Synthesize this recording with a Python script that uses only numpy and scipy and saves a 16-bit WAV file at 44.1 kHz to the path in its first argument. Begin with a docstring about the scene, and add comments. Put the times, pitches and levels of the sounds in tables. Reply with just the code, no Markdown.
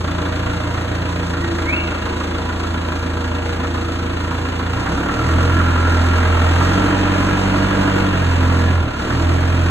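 """A four-cylinder diesel forklift idles in a warehouse, revs, eases off and revs again as it pushes a load.
Each firing excites the exhaust, bodywork and block: steady engine lines are harmonics of the firing rate,
and knocks, ticks and rumble are noise bursts filtered by resonances. Late ignitions knock harder.
Fan hiss and hall reflections fill the gaps, a growl and a whine join where engine lines meet resonances,
and one short squeak, a friction tone, slides upward at idle."""
import sys
import numpy as np
from scipy import signal
from scipy.fft import rfft, irfft, next_fast_len
from scipy.io import wavfile

SR = 44100
rng = np.random.default_rng(int(sys.argv[2]) if len(sys.argv) > 2 else 0)


def output_pcm(signal):
    """Save a mono or channel-first signal as 16-bit PCM at the path in sys.argv[1].

    Samples are clipped to [-1, 1] before scaling.
    """
    pcm = np.clip(np.atleast_2d(signal).T, -1, 1) * 32767
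    wavfile.write(sys.argv[1], SR, np.round(pcm).astype(np.int16))


N = 427769
TIME = np.arange(N) / SR

# resonances of exhaust and bodywork: centre_hz, width_hz, level_db
BODY_MODES = [(147, 12, -11), (177.6, 13, 3), (215, 4.3, -3), (258.7, 20, 2), (280.6, 4.7, 2),
              (285.7, 11, 2.5), (326, 28, 2), (370, 18, -10), (477, 18, -5.5), (588, 16, -12),
              (610, 22, -8.5), (643, 20, -8.5), (654, 21, -13), (984, 60, -17)]
# the cylinders in firing order, relative strengths: knock_db, tick_db
CYLINDERS = [(8, 7), (11, 7.5), (10, 8), (9.5, 8)]
KNOCK_DB, TICK_DB = np.transpose(CYLINDERS)


def from_db(db):
    """Amplitude gain is ten to the power of a twentieth of the decibels."""
    return 10 ** (np.asarray(db) / 20)


def rms_one(x):
    """Normalisation: divide by the root mean square to get unit power."""
    return x / np.sqrt(np.mean(x ** 2) + 1e-20)


def in_time(rows):
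    """Linear interpolation of a curve's columns at every sample."""
    start_s, *columns = np.transpose(rows)
    return [np.interp(TIME, start_s, column) for column in columns]


def swell(centre_s, half_s):
    """A Gaussian rise and fall of height 1."""
    return np.exp(-np.minimum(((TIME - centre_s) / half_s) ** 2, 60))


def drift(corner_hz):
    """Slow random modulation: noise through a critically damped low-pass, with spread 1."""
    step = 100   # computed at every hundredth sample
    pole = np.exp(-2 * np.pi * corner_hz * step / SR)
    noise = rng.standard_normal(N // step + 1002)
    slow = signal.lfilter([1], [1, -2 * pole, pole ** 2], noise)[1000:]
    return np.interp(np.arange(N) / step, np.arange(len(slow)), rms_one(slow))


def gain_at(points, hz):
    """Spectral envelope: decibels interpolated on a log-frequency axis, as gain."""
    at_hz, db = np.transpose(points)
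    return from_db(np.interp(np.log(hz), np.log(at_hz), db))


def shaped(x, response):
    """Linear filtering: multiply the spectrum by a response given as a function of frequency."""
    size = next_fast_len(N + SR, real=True)
    hz = np.maximum(np.arange(size // 2 + 1) * SR / size, 1)
    return irfft(rfft(x, size) * response(hz), size)[..., :N]


def resonance(modes, hz):
    """Modal superposition: the summed power of Lorentzian resonances."""
    return sum(from_db(db) ** 2 / (1 + (2 * (hz - centre) / width) ** 2)
               for centre, width, db in modes)


def hall(x, wet_db, turns_per_s=0.3468):
    """Reverberation: direct sound plus an exponentially dying tail, shifting as the truck moves."""
    t60_s, first_echo_s = 0.87, 0.012
    t = TIME[:SR]
    tails = rng.standard_normal((2, SR)) * from_db(-60 * t / t60_s) * (t > first_echo_s)
    one, other = (signal.fftconvolve(np.atleast_2d(x), [tail / np.linalg.norm(tail)], axes=1)[:, :N]
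                  for tail in tails)
    # turn gradually between two independent patterns of reflections
    turn = 2 * np.pi * turns_per_s * TIME
    return x + from_db(wet_db) * (one * np.cos(turn) + other * np.sin(turn))


def effort(rate, idle_db, per_octave_db, surge_db, load_share):
    """Gain rises with log speed, fuel for acceleration (surge_db per octave a second) and load."""
    # load on the engine as the truck pushes forward: start_s, load_db
    load = [(0, .5), (1.8, .5), (3.2, -.5), (4.72, -0.2), (5.0, -1), (5.6, 0.4), (6.3, 1.55), (6.8, 2.5),
            (7.4, 1.3), (7.95, 1.1), (8.25, 0), (8.68, 0.1), (8.86, -2), (9.05, -1), (9.7, -1)]
    idle_rate_hz, fuel_smooth_s = 28, 0.058   # the fuel follows the pedal over this time
    octaves = np.log2(rate / idle_rate_hz)
    keep = np.exp(-1 / (fuel_smooth_s * SR))
    surge = signal.lfilter([1 - keep], [1, -keep], np.gradient(octaves) * SR + 1e-18)
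    load_db, = in_time(load)
    return from_db(idle_db + per_octave_db * octaves + surge_db * surge + load_share * load_db)


def blows(firings, rate, cylinders_db, decay_s, rise_s, fill, scatter_db):
    """Impulsive excitation: each firing rises fast and decays over a steady bed, by cylinder strength."""
    number = firings.astype(int)
    age_s = firings % 1 / rate
    scatter = scatter_db * rng.standard_normal(N // 100)[number]
    strength = from_db(cylinders_db[number % len(cylinders_db)] + scatter)
    burst = rms_one(strength * (1 - np.exp(-age_s / rise_s)) * np.exp(-age_s / decay_s))
    return rms_one(np.sqrt(burst ** 2 + fill ** 2))


def rattle(firings, repeat, memory=0.836):
    """Partly cyclic noise: each cylinder's burst correlates with its last; rows: direct, scattered path."""
    number = firings.astype(int)
    cycle, cylinder = np.divmod(number, len(CYLINDERS))
    bursts = rng.standard_normal((cycle[-1] + 1, len(CYLINDERS), SR // 20, 2))
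    for k in range(1, len(bursts)):
        bursts[k] = memory * bursts[k - 1] + np.sqrt(1 - memory ** 2) * bursts[k]
    age = np.arange(N) - np.searchsorted(number, number)   # samples since the firing
    cyclic = bursts[cycle, cylinder, age].T
    # repeat is the share of the power that is cyclic
    return np.sqrt(repeat) * cyclic + np.sqrt(1 - repeat) * rng.standard_normal((2, N))


def harmonic(firings, order, waver_db, waver_rad):
    """A harmonic of the firing rate: a sine of about unit power, wavering in strength and phase."""
    angle = 2 * np.pi * (order * firings + rng.random()) + waver_rad * drift(4.2)
    return np.sqrt(2) * np.sin(angle) * from_db(waver_db * drift(7.0))


def fan_hiss(firings, rate, flutter_db=1.03):
    """Turbulent noise: the rush of fan and intake, amplitude-modulated gently by the firings."""
    # broad spectrum of the rush: centre_hz, level_db per Hz (relative)
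    rush = [(1500, 7.5), (2600, -1.5), (3600, 6.5), (4700, 6), (5500, 2.5), (7000, 1), (8200, -4.5),
            (9000, -6), (11500, -8.5), (13000, -56)]
    throb = blows(firings, rate, TICK_DB, decay_s=.015, rise_s=.004, fill=1.1, scatter_db=.6)
    throb = throb * from_db(flutter_db * drift(14.0))
    hiss = rms_one(shaped(rng.standard_normal((2, N)) * throb, lambda hz: gain_at(rush, hz)))
    return effort(rate, idle_db=-37.5, per_octave_db=3.0, surge_db=1.9, load_share=0.84) * hiss


def squeak(rough=.027):
    """Stick-slip friction: an unsteady tone slides upward in a few slips and lingers in the hall."""
    # the one upward slide: low_hz, high_hz, middle_s, slide_s
    glide = (1890, 2790, 1.705, 0.028)
    # slips of the rubbing contact: centre_s, half_s, level_db
    slips = [(1.44, 0.04, -35.5), (1.662, 0.012, -34), (1.698, 0.017, -19.5), (1.737, 0.011, -19),
             (1.778, 0.038, -25)]
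    low_hz, high_hz, middle_s, slide_s = glide
    hz = low_hz + (high_hz - low_hz) * (1 + np.tanh((TIME - middle_s) / (2 * slide_s))) / 2
    tone = np.sin(2 * np.pi * np.cumsum(hz * (1 + rough * drift(170))) / SR)
    level = sum(from_db(db) * swell(s, half_s) for s, half_s, db in slips)
    return hall(np.sqrt(2) * level * tone, wet_db=-2)


def whine(firings, rate, level_db=-38, order=17):
    """Gear-locked tone: an accessory sings at 17 times the firing rate, meeting a resonance at idle."""
    gain = np.sqrt(resonance([(481, 30, level_db)], order * rate))
    return gain * harmonic(firings, order, waver_db=2.8, waver_rad=.16)


def growl(firings, rate, centre_hz=293, width_hz=11, level_db=-24, order=6.25):
    """Beating: at full revs a line of the unequal cylinders meets a narrow body mode near other lines."""
    gain = np.sqrt(resonance([(centre_hz, width_hz, level_db)], order * rate))
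    return gain * harmonic(firings, order, waver_db=1, waver_rad=.45)


def drone(firings, rate, half_db=-7, odd_db=-1, uneven_db=-7):
    """Swept resonance: lines swell at body modes or set a panel humming; uneven cylinders add quarter orders."""
    # a panel hums along with one engine line: centre_s, half_s, order (times the firing rate), level_db
    hums = [(0.35, 0.35, 6, -33), (0.35, 0.25, 22, -38), (0.5, 0.35, 10.25, -34), (1.05, 0.25, 22, -40),
            (1.3, 0.3, 6, -30.5), (1.6, 0.28, 12, -28.5), (2.05, 0.35, 13, -34.5), (2.05, 0.5, 11, -37),
            (2.1, 0.7, 23, -41), (2.15, 0.45, 7, -36), (2.7, 0.35, 12, -35), (3.0, 1.5, 9, -35.5),
            (3.8, 0.3, 12, -31.5), (4.6, 0.3, 9, -35), (5.05, 0.14, 5, -31), (5.2, 0.14, 7, -32),
            (5.2, 0.12, 8, -34), (6.95, 0.25, 6.5, -31), (7.85, 0.25, 12, -35), (9.17, 0.1, 7, -32),
            (5.45, 0.15, 11, -32), (5.95, 0.55, 6, -31), (6.4, 0.15, 11, -34), (7.0, 0.14, 6, -28),
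            (7.1, 0.15, 7, -31), (7.4, 0.5, 5, -36), (7.65, 0.35, 6, -29), (7.9, 0.2, 10, -31),
            (8.5, 0.28, 5, -34), (8.52, 0.22, 6, -27.5), (8.55, 0.22, 11, -33), (9.5, 0.25, 6, -32)]
    orders = [*range(5, 24), 3.5, 4.5, 5.5, 6.5, 9.5, *np.arange(5.25, 11, .5)]
    orders = [k for k in orders if k not in (6.25, 17)]   # growl and whine sound these two
    step = 100   # gains are held for this many samples
    gains = []
    for k in orders:
        if k % .5:
            order_db = uneven_db
        elif k % 1:
            order_db = half_db
        else:
            order_db = odd_db * (k % 2)
        gains.append(from_db(order_db) * np.sqrt(resonance(BODY_MODES, k * rate[::step])))
    gains = np.array(gains)
    gains = gains / np.sqrt(np.mean(np.sum(gains ** 2, axis=0)))
    level = effort(rate, idle_db=-31.5, per_octave_db=7.0, surge_db=3.5, load_share=0.28)
    out = 0
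    for k, gain in zip(orders, gains):
        hum = sum(from_db(db) * swell(s, half_s) for s, half_s, order, db in hums if order == k)
        amplitude = np.hypot(level * np.repeat(gain, step)[:N], hum)
        out = out + amplitude * harmonic(firings, k, waver_db=1.3, waver_rad=.14)
    return out


def rumble(firings, rate, low_rate):
    """Flow noise: each firing sends a gust of rough gas down the pipe, which shakes the body modes."""
    # broad spectrum of the gusts: centre_hz, level_db per Hz (relative)
    gust_spectrum = [(15, -33), (35, -15), (60, -9), (100, -7), (160, -6.5), (350, -8.5), (520, -22),
                     (1000, -45)]
    early = firings + .1   # gusts lead by a tenth of a firing
    gusts = blows(early, rate, KNOCK_DB, decay_s=.012, rise_s=.003, fill=.75, scatter_db=.5)
    shaking = rms_one(shaped(
        rng.standard_normal((2, N)) * gusts,
        lambda hz: gain_at(gust_spectrum, hz) * np.sqrt(0.7 + resonance(BODY_MODES, hz))))
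    return effort(low_rate, idle_db=-31.0, per_octave_db=5.0, surge_db=1.0, load_share=0.16) * shaking


def injector_ticks(firings, rate):
    """Impact-excited modes: short metallic ticks ring the injectors and valve cover, clearest at idle."""
    # resonances of the injectors and valve cover: centre_hz, width_hz, level_db
    tick_modes = [(2800, 370, 0.5), (3465, 28, 13.5), (3860, 30, 10.5), (4300, 490, -0.5)]
    envelope = blows(firings, rate, TICK_DB, decay_s=.008, rise_s=.0015, fill=.2, scatter_db=.6)
    ticks = rattle(firings, repeat=0.27) * envelope
    rings = 0
    for k, (hz, width, db) in enumerate(tick_modes):
        mode = signal.lfilter(*signal.iirpeak(hz, hz / width, fs=SR), ticks)
        rings = rings + (-1) ** k * from_db(db) * mode   # neighbouring modes in opposite sign
    level = effort(rate, idle_db=-42.0, per_octave_db=-16.0, surge_db=-3.0, load_share=0.58)
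    return level * rms_one(rings)


def hard_knocks(decay_s=0.015, rise_s=.002, centre_hz=1280, width_hz=760, level_db=-29.5):
    """Transient excitation: a late ignition strikes the block harder and sets its side wall ringing."""
    # late ignitions: start_s, strength_db (added to level_db)
    late_ignitions = [(0.042, 4), (0.082, 3), (0.253, 8.5), (0.608, 0), (0.743, 5), (0.777, 4),
                      (1.368, 5.5), (1.586, 9.5), (1.73, 5), (1.875, 6), (1.916, 7.5), (2.062, 10),
                      (2.205, 8), (2.35, 3.5), (2.491, 8), (2.637, 5.5), (2.922, 2), (3.36, 1),
                      (3.493, 0.5), (3.641, 7.5), (3.748, 6), (4.315, 8), (4.598, 5), (4.866, 12.5),
                      (5.061, 8.5), (5.089, 8.5), (5.384, 9.5), (5.597, 13), (5.687, 9), (5.758, 10),
                      (6.608, 15.5), (7.877, 11.5), (8.497, 9), (8.996, 7), (9.102, 12.5)]
    blow = 0
    for s, db in late_ignitions:
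        age_s = np.clip(TIME - s, 0, .2)
        blow = blow + from_db(db) * (1 - np.exp(-age_s / rise_s)) * np.exp(-age_s / decay_s)
    noise = rng.standard_normal((2, N))
    wall = rms_one(shaped(noise, lambda hz: resonance([(centre_hz, width_hz, 0)], hz)))
    return hall(from_db(level_db) * blow * wall, wet_db=-9.0)


def diesel_knock(firings, rate, ring_hz=1368, ring_width_hz=75, ring_db=-12.5, ring_swell_db=7):
    """Structure-borne sound: combustion knocks the block and rings its cover, most in the first rev."""
    # broad spectrum of the knock: centre_hz, level_db per Hz (relative)
    knock_spectrum = [(200, -2.5), (400, -1.5), (580, -3), (760, -3), (1050, -3.5), (1500, -4.5),
                      (1800, -8.5), (2100, -9), (2700, -6), (3500, -15.5), (4700, -25.5), (9000, -51)]
    # resonances of the block and its covers: centre_hz, width_hz, level_db above the broad knock
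    cover_modes = [(472.4, 14, 8.5), (613, 58, 6), (976, 105, 4), (1140, 35, 2.5), (1667, 86, 5),
                   (1875, 54, 3), (2746, 34, 3)]
    late = firings - .08   # just after the injector ticks
    envelope = blows(late, rate, KNOCK_DB, decay_s=.013, rise_s=.003, fill=.2, scatter_db=.5)
    hits = hall(rattle(late, repeat=0.34) * envelope, wet_db=0.5)
    block = rms_one(shaped(
        hits, lambda hz: gain_at(knock_spectrum, hz) * np.sqrt(1 + resonance(cover_modes, hz))))
    cover = rms_one(signal.lfilter(*signal.iirpeak(ring_hz, ring_hz / ring_width_hz, fs=SR), hits))
    ring = from_db(ring_db + ring_swell_db * swell(centre_s=5.63, half_s=0.96))
    level = effort(rate, idle_db=-26.0, per_octave_db=4.0, surge_db=0.5, load_share=0.95)
    return level * (block + ring * cover)


def exhaust_boom(firings, rate, third_db=-4.0, fourth_db=-4):
    """Pipe resonance: of the four lowest lines the third booms at idle, the second when revving."""
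    # response of exhaust and hall to the lowest lines: centre_hz, level_db
    pipe = [(28, -23), (43, -15), (48, -14), (56, -13.5), (69, -4), (74, -16), (80, -4), (84, 1.5), (87, 0),
            (95.5, -7.5), (111, -14), (116, -2), (121, -2.5), (126, -14.5), (130, -5.5), (142, -16),
            (170, -17.5), (187, -7)]
    first = gain_at(pipe, rate) * harmonic(firings, order=1, waver_db=.5, waver_rad=.03)
    second = gain_at(pipe, 2 * rate) * harmonic(firings, order=2, waver_db=.4, waver_rad=0.02)
    third = gain_at(pipe, 3 * rate) * harmonic(firings, order=3, waver_db=.5, waver_rad=0.03)
    fourth = gain_at(pipe, 4 * rate) * harmonic(firings, order=4, waver_db=1.5, waver_rad=0.08)
    lines = first + second + from_db(third_db) * third + from_db(fourth_db) * fourth
    return effort(rate, idle_db=-21.0, per_octave_db=8.5, surge_db=0.6, load_share=0.084) * lines


def stereo_image(paths, right_db=-0.32, right_db_per_s=0.0329, scattered_share=1.0):
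    """Mid-side stereo: the direct path is the mid, the scattered path the side; the image creeps right."""
    # width of the image by band: centre_hz, side_minus_mid_db
    side_lead = [(200, -23.5), (370, -10), (570, 0), (1000, -4.5), (1750, -9), (2650, 10.5), (3750, -5),
                 (4450, 1), (5050, 45.5), (6000, -8), (6900, -14), (8200, -30), (9700, 91), (11200, -19)]
    # balance of the channels by band: centre_hz, left_minus_right_db
    left_lead = [(60, 1.5), (98, -3), (160, -1), (260, -1.5), (420, 1), (620, -3), (1110, -2), (1810, -1),
                 (2940, 0), (4790, -2), (7790, 0)]
    direct, scattered = paths
    mid = shaped(direct, lambda hz: 1 / np.sqrt(1 + gain_at(side_lead, hz) ** 2))
    side_source = np.sqrt(1 - scattered_share) * direct + np.sqrt(scattered_share) * scattered
    # the side is turned by a quarter cycle
    side = shaped(side_source, lambda hz: -1j / np.sqrt(1 + gain_at(side_lead, hz) ** -2))
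    pan = from_db(right_db + right_db_per_s * TIME)   # right up, left down by this much
    halves = np.array([[.5], [-.5]])
    return shaped(np.array([(mid + side) / pan, (mid - side) * pan]),
                  lambda hz: gain_at(left_lead, hz) ** halves)


def scene():
    """Phase locking: one crankshaft drives the engine layers; the low lines follow it a moment late."""
    # engine speed from idle through the revs: start_s, firing_rate_hz
    speed = [(0.0, 28.4), (0.88, 28.85), (2.0, 27.35), (2.56, 27.9), (3.8, 28.05), (4.25, 28.3),
             (4.6, 28.3), (4.72, 29), (4.88, 34), (5.06, 37), (5.2, 39.6), (5.33, 42.9), (5.45, 43.6),
             (5.7, 42.3), (6.49, 42.3), (6.74, 47.3), (7.15, 46.5), (7.3, 47.8), (8.0, 47.6), (8.25, 43.1),
             (8.72, 43.2), (8.88, 36.4), (8.95, 34.4), (9.06, 38.6), (9.24, 43.0), (9.7, 43.6)]
    build_up_s = .055   # the low lines build up in the hall this long after the crankshaft
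    rate, = in_time(speed)
    firings = np.cumsum(rate) / SR + 3.92   # starts late in the fourth cylinder's turn
    low_rate = np.interp(TIME - build_up_s, TIME, rate)
    low_firings = np.cumsum(low_rate) / SR
    background = fan_hiss(firings, rate) + squeak()
    tones = whine(low_firings, low_rate) + growl(low_firings, low_rate)
    lines = drone(low_firings, low_rate) + exhaust_boom(low_firings, low_rate)
    shaking = rumble(firings, rate, low_rate)
    clatter = injector_ticks(firings, rate) + hard_knocks() + diesel_knock(firings, rate)
    return stereo_image(background + tones + lines + shaking + clatter)


def record(dry):
    """Band limiting: a steep elliptic low-pass cuts the top."""
    cutoff_hz = 11900
    return signal.sosfilt(signal.ellip(10, .2, 90, cutoff_hz, fs=SR, output="sos"), dry)


dry = scene()
out = record(dry)
output_pcm(out)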